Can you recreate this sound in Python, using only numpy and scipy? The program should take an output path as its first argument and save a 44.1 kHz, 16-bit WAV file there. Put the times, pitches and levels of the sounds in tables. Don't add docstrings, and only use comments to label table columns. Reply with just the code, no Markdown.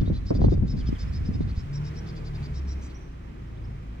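import sys
import numpy as np
from scipy import signal
from scipy.io import wavfile

SR = 44100
rng = np.random.default_rng(int(sys.argv[2]) if len(sys.argv) > 2 else 0)


def to_wav(s):
    ch = np.atleast_2d(s).T
    pcm = np.round(np.clip(ch, -1, 1) * 32767)
    wavfile.write(sys.argv[1], SR, pcm.astype(np.int16))


N = 176400
TIME = np.arange(N) / SR
ROAD_LAG_S = 0.0005


def from_db(db):
    return 10 ** (np.asarray(db) / 20)


def unit(x):
    return x / np.sqrt(np.mean(x ** 2) + 1e-20)


def curve(rows):
    times_s, *columns = np.transpose(rows)
    return [np.interp(TIME, times_s, column) for column in columns]


def lookup(points, hz):
    points_hz, values = np.transpose(points)
    return np.interp(np.log(hz), np.log(points_hz), values)


def butter(x, order, hz, kind="low"):
    return signal.sosfilt(signal.butter(order, hz, kind, fs=SR, output="sos"), x)


def wander(rate_hz):
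    step, run_in = 20, 3000
    pole = np.exp(-2 * np.pi * rate_hz * step / SR)
    white = rng.standard_normal(N // step + run_in + 2)
    slow = signal.lfilter([1], [1, -2 * pole, pole * pole], white)[run_in:]
    return np.interp(np.arange(N) / step, np.arange(len(slow)), unit(slow))


def widen(pair, correlation):
    c = np.clip(correlation, -0.98, 0.998)
    return np.sqrt((1 + c) / 2) * pair[0] + np.sqrt((1 - c) / 2) * pair[1] * np.array([[1], [-1]])


def noise_bands(spectrum, correlation, flicker_db, flicker_hz):
    edges_hz = 16 * 2 ** np.arange(0, 10.1, 1 / 3)
    white, bands = rng.standard_normal((2, 2, N + SR // 4)), []
    for k, (low, high) in enumerate(zip(edges_hz, edges_hz[1:])):
        hz = np.sqrt(low * high)
        if high > spectrum[0][0] and low < spectrum[-1][0]:
            pair = butter(white[k % 2], 2, [low, high], "band")[:, -N:]
            gain = from_db(lookup(spectrum, hz) + flicker_db * wander(flicker_hz))
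            bands.append((hz, widen(pair, lookup(correlation, hz)) * gain))
    total_rms = np.std(sum(band for _, band in bands))
    return [(hz, band / total_rms) for hz, band in bands]


def delayed(x, lag_s):
    return np.interp(TIME - lag_s, TIME, x)


def add(out, start_s, sound, pan_db):
    start = max(int(start_s * SR), 0)
    part = sound[..., :N - start]
    out[:, start:start + part.shape[-1]] += part * from_db([[pan_db / 2], [-pan_db / 2]])


def wind():
    # (time [s], relative level [dB])
    gusts = [(0.0, -18), (0.022, -17), (0.056, -28.5), (0.126, -16), (0.146, -24), (0.288, -28.5),
             (0.454, -13.5), (0.492, -20), (0.942, -25.5), (0.988, -36), (1.018, -27.5), (1.466, -23.5),
             (1.496, -26), (1.642, -35.5), (2.0, -44.5), (2.55, -38), (2.7, -54), (3.1, -65), (4.0, -47)]
    # (frequency [Hz], relative density [dB])
    spectrum = [(20, -9), (45, 5), (85, 2), (150, -5), (250, -11), (350, -18), (500, -47), (700, -48),
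                (1300, -70), (3000, -85.5)]
    # (frequency [Hz], correlation)
    correlation = [(50, 1), (120, 0.76), (240, 0.13), (450, -1.1), (1000, 0.67)]
    trim_db, strong_gust_db = -1.5, -13
    swing_per_octave, tilt_from_hz = 0.15, 88
    ragged_db_per_octave, ragged_from_hz = 2.5, 215
    gust_db, = curve(gusts)
    ragged = np.minimum(wander(rate_hz=130), 2)
    out = np.zeros((2, N))
    for hz, band in noise_bands(spectrum, correlation, flicker_db=0, flicker_hz=10):
        tilt_db = swing_per_octave * max(np.log2(hz / tilt_from_hz), 0) * (gust_db - strong_gust_db)
        ragged_db = ragged_db_per_octave * ragged * np.clip(np.log2(hz / ragged_from_hz), 0, 2)
        out += band * from_db(trim_db + gust_db + tilt_db + ragged_db)
    return out


def road():
    # (time [s], level [dB])
    rumble_level = [(0, -66.5), (1.5, -41.5), (2.3, -38), (2.8, -39), (3.15, -44), (3.65, -40), (4, -43)]
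    hiss_level = [(0, -53), (.65, -56), (.95, -49), (1.45, -52.5), (1.9, -50), (2.33, -51.5), (2.41, -48.5),
                  (2.52, -52.5), (2.85, -52), (3.08, -55.5), (4, -55)]
    # (frequency [Hz], relative density [dB])
    rumble_spectrum = [(20, -6), (55, 1), (90, -6.5), (150, -3), (240, -12), (370, -15.5), (550, -26),
                       (900, -28.5), (2000, -67)]
    hiss_spectrum = [(250, 3.5), (600, 1), (880, 0), (1250, 2), (1600, -4), (2050, -1), (2750, -6.5),
                     (3400, -12.5), (5500, -17.5), (7000, -22), (9000, -29), (15000, -32.5)]
    # (frequency [Hz], correlation)
    rumble_correlation = [(60, 1), (130, 1), (240, 0.61), (450, -0.22), (800, -0.18)]
    hiss_correlation = [(300, 0.78), (700, 0.89), (1300, 0.43), (2100, 0.5), (3500, 0.029)]
    # (frequency [Hz], pan [dB])
    hiss_pan = [(500, 0.5), (900, -0.5), (1300, -3.5), (2000, -4.5), (3200, 3), (5800, -3), (8000, -1)]
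    rumble_bands = noise_bands(rumble_spectrum, rumble_correlation, flicker_db=2.5, flicker_hz=9.5)
    rumble = sum(band for _, band in rumble_bands)
    hiss_bands = noise_bands(hiss_spectrum, hiss_correlation, flicker_db=0.4, flicker_hz=9)
    sides = np.array([[0.5], [-0.5]])
    left, right = sum(band * from_db(lookup(hiss_pan, hz) * sides) for hz, band in hiss_bands)
    hiss = np.array([left, delayed(right, ROAD_LAG_S)])
    return rumble * from_db(curve(rumble_level)[0]) + hiss * from_db(curve(hiss_level)[0])


def scolding():
    # (time [s], length [s], relative level [dB], centre [Hz], accent [dB], sweep [share of pitch])
    notes = [(0.0, 0.015, -54, 3600, 4, -0.042), (0.049, 0.053, -56, 3820, 15, 0.063),
             (0.126, 0.067, -53, 4060, 14.5, 0.052), (0.255, 0.061, -50.5, 5060, 12.5, 0.091),
             (0.339, 0.043, -52, 4810, 11, 0.025), (0.404, 0.068, -54, 4140, 5.5, 0.0055),
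             (0.491, 0.061, -55, 4910, 3.5, 0.14), (0.667, 0.071, -50.5, 5170, 13.5, -0.04),
             (0.763, 0.058, -54, 4890, 12, -.04), (0.856, 0.047, -51.5, 5080, 14, 0),
             (0.984, 0.058, -49.5, 5180, 11, -0.027), (1.121, 0.069, -51.5, 5160, 18, 0.065),
             (1.244, 0.047, -54.5, 5140, 13, 0.013), (1.328, 0.041, -55.5, 5220, 8, 0.066),
             (1.402, 0.038, -59, 4160, 8, 0.17), (1.474, 0.05, -57.5, 4360, 8, .12),
             (1.557, 0.065, -54.5, 5140, 7.5, 0.29), (1.725, 0.063, -50.5, 5520, 14, 0.074),
             (1.841, 0.055, -53, 5380, 11, 0.049), (1.949, 0.056, -52.5, 5560, 13.5, 0.23),
             (2.061, 0.054, -54, 4750, 12, -0.035), (2.151, 0.043, -56, 4740, 11, -0.011),
             (2.246, 0.051, -55, 4830, 8.5, 0.029), (2.336, 0.04, -56.5, 4870, 9, 0.052),
             (2.423, 0.052, -54, 4830, 10, .12), (2.536, 0.064, -53, 5500, 9, 0.16),
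             (2.673, 0.071, -52, 5670, 9, 0.064), (2.812, 0.071, -56.5, 6800, 6, .14),
             (2.885, 0.04, -62, 3896, 8, 0.01)]
    # (frequency [Hz], gain [dB])
    throat = [(2400, -36), (3100, -9), (3650, 3), (4300, -1), (5200, 3.5), (5900, -5), (6900, -6.5),
              (7500, -15.5), (8400, -37.5)]
    # (time [s], pan [dB])
    pan = [(0.3, -1.5), (1.7, 1), (2.0, 3.5), (2.6, 1)]
    trim_db, lead_s, tail_s, attack_s, release_s = -2, 0.006, 0.004, 0.018, 0.016
    reference_hz, reference_buzz_hz, buzz_range_hz = 4960, 631, (500, 933)
    crest_at, accent_width = 0.57, 0.4
    scoop, jitter_depth, accent_bandwidth = 0.2, 0.014, 0.091
    accent_rasp = 0.57
    out, jitter = np.zeros((2, N)), wander(rate_hz=220)
    rasps = [wander(rate_hz=130) + 1j * wander(rate_hz=130) for _ in range(14)]
    for time_s, length_s, db, centre_hz, accent_db, sweep in notes:
        span_s = length_s + lead_s + tail_s
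        t, start = TIME[:int(span_s * SR)], int(time_s * SR)
        here = slice(start, start + len(t))
        past_crest = t / span_s - crest_at
        accent = np.exp(-(past_crest / accent_width) ** 2)
        rasp_depth = 1 + (accent_rasp - 1) * accent
        height = centre_hz / reference_hz
        buzz_hz = np.clip(reference_buzz_hz * height ** 2.1, *buzz_range_hz)
        throat_scale = height ** 0.55
        centre_harmonic = np.round(centre_hz / buzz_hz)
        bend = 1 + sweep * past_crest - scoop * (past_crest / crest_at) ** 2
        pitch_hz = centre_hz / centre_harmonic * (bend + jitter_depth * jitter[here])
        phase = 2 * np.pi * np.cumsum(pitch_hz) / SR
        note = 0
        for k, rasp in enumerate(rasps, int(centre_harmonic) // 2):
            boost_db = accent_db * accent * np.exp(-(np.log(k / centre_harmonic) / accent_bandwidth) ** 2)
            roughness = (1 + rasp_depth * rasp[here]) / np.sqrt(1 + 2 * rasp_depth ** 2)
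            wave = np.exp(1j * (k * phase + rng.uniform(0, 2 * np.pi))) * roughness
            throat_db = lookup(throat, k * pitch_hz / throat_scale)
            note += from_db(throat_db + boost_db) * widen([wave.real, wave.imag], correlation=0.18)
        envelope = np.minimum(t / attack_s, 1) * np.minimum((span_s - t) / release_s, 1)
        pan_db = np.interp(time_s, *np.transpose(pan))
        add(out, time_s - lead_s, from_db(db + trim_db) * unit(note * envelope), pan_db)
    return out


def buffets():
    # (time [s], level [dB], reach [Hz], decay [s])
    eddies = [(0.01, -22.5, 250, 0.028), (0.075, -25.5, 380, 0.0053), (0.099, -21, 290, 0.0098),
              (0.305, -17, 442, 0.014), (0.35, -26.5, 310, 0.015), (0.39, -29.5, 420, 0.0067),
              (.403, -18, 270, 0.0074), (0.416, -19, 446, 0.006), (0.44, -15.5, 436, 0.0067),
              (.461, -16.5, 188, 0.013), (0.483, -19.5, 429, 0.0056), (0.52, -19, 367, 0.013),
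              (0.576, -27, 400, 0.0027), (0.622, -19.5, 214, 0.02), (0.736, -24, 195, 0.025),
              (0.888, -22.5, 220, 0.0098), (0.925, -16.5, 223, 0.0027), (1.284, -25.5, 210, 0.026),
              (1.351, -23.5, 200, 0.0059), (1.404, -20.5, 257, 0.0076), (1.573, -21.5, 100, 0.013)]
    split_hz, flutter_db = 230, -3
    out, t = np.zeros((2, N)), TIME[:SR // 5]
    for time_s, db, reach_hz, decay_s in eddies:
        deep, upper = rng.standard_normal((2, 2, len(t))) * np.exp(-t / decay_s)
        push = butter(widen(deep, correlation=0.83), 2, split_hz)
        flutter = butter(widen(upper, correlation=-0.68), 2, split_hz, "high")
        puff = butter(push + from_db(flutter_db) * flutter, 3, reach_hz)
        puff = butter(puff, 1, reach_hz / 3, "high")
        add(out, time_s, from_db(db) * unit(puff) * np.sqrt(decay_s / t[-1]), pan_db=1)
    return out


def whistles():
    # (time [s], length [s], start [Hz], end [Hz], level [dB], pan [dB], settling exponent)
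    glides = [(0.8, 0.027, 3670, 2940, -57, -3, 1.4), (0.863, 0.029, 3770, 3030, -56.5, 0, 1.7),
              (0.949, 0.023, 3680, 2940, -57, -1, 1.2), (1.073, .025, 4780, 5430, -63.5, -9, 1.7),
              (2.943, 0.03833, 5100, 5880, -58, -7, 6), (3.47, 0.019, 4930, 5600, -73.5, 0, 1.6),
              (3.564, 0.022, 2910, 4024, -67, 0, 1.27), (3.639, 0.025, 4703, 5590, -65.5, 0, 1.4)]
    out, quiver = np.zeros((2, N)), 1 + 0.007 * wander(rate_hz=300)
    for time_s, length_s, start_hz, end_hz, db, pan_db, settling in glides:
        progress = np.linspace(0, 1, int(length_s * SR))
        hz = end_hz + (start_hz - end_hz) * (1 - progress) ** settling
        hz *= quiver[int(time_s * SR):][:len(hz)]
        envelope = 2 * np.sqrt(2 * progress * (1 - progress))
        add(out, time_s, from_db(db) * envelope * np.sin(2 * np.pi * np.cumsum(hz) / SR), pan_db)
    return out


def engine():
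    # (time [s], cycle rate [Hz], relative levels of orders 2, 3, 4 [dB])
    run = [(1.6, 33.66, -50, -52, -29.5), (1.8, 36.58, -38, -35.5, -24.5), (2.03, 39.23, -33.5, -48.5, -46),
           (2.08, 38.78, -49, -37.5, -39.5), (2.44, 35.53, -35, -44.5, -33), (2.58, 34, -27.5, -54, -50.5),
           (2.71, 34.1, -28.5, -39, -47), (2.9, 32.5, -37, -53, -54), (3.19, 28.56, -41.5, -48, -52.5),
           (3.63, 27.02, -37, -49, -36), (4.0, 27.5, -40.5, -58, -50)]
    # (multiple of cycle rate, relative level [dB])
    weak_orders = [(1, -46.5), (5, -50.5), (6, -56), (9, -58.5), (10, -58.5), (12, -57)]
    trim_db, enter_s, fade_s = -2.5, 1.51, 0.34
    speed_waver, flutter_db, weak_drift_db = 0.0023, 0.45, 2
    cycle_hz, *strong_db = curve(run)
    phase = 2 * np.pi * np.cumsum(cycle_hz * (1 + speed_waver * wander(rate_hz=5.9))) / SR
    effort_db = 30 * np.log10(cycle_hz / cycle_hz.mean())
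    orders = list(enumerate(strong_db, 2))
    orders += [(k, db + effort_db + weak_drift_db * wander(rate_hz=3.1)) for k, db in weak_orders]
    tone = np.zeros(N)
    for k, db in orders:
        gain = from_db(db + trim_db + flutter_db * wander(rate_hz=8.4))
        tone += gain * np.sqrt(2) * np.sin(k * phase + rng.uniform(0, 2 * np.pi))
    tone *= np.clip((TIME - enter_s) / fade_s, 0, 1)
    return np.array([tone, delayed(tone, ROAD_LAG_S)])


def garden(x, scatter_db):
    t60_s, wall_db, wall_lag_s = 0.79, -12.5, 0.0052
    t = TIME[:SR // 2]
    scatter = rng.standard_normal((2, len(t))) * from_db(-60 * t / t60_s)
    tail = signal.fftconvolve(x, unit(scatter) / np.sqrt(len(t)), axes=1)[:, :N]
    wall = np.array([delayed(x[0], wall_lag_s), delayed(x[1], wall_lag_s + ROAD_LAG_S)])
    return x + from_db(wall_db) * wall + from_db(scatter_db) * tail


def scene():
    return (wind() + buffets() + engine() + road()
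            + garden(scolding(), scatter_db=-13) + garden(whistles(), scatter_db=-5))


def record(dry):
    stopband_hz = 16956
    lowpass = signal.cheby2(12, 70, stopband_hz, fs=SR, output="sos")
    padded = np.pad(dry, ((0, 0), (SR // 10, 0)), mode="reflect")
    return signal.sosfilt(lowpass, padded)[:, -N:]


dry = scene()
out = record(dry)
to_wav(out)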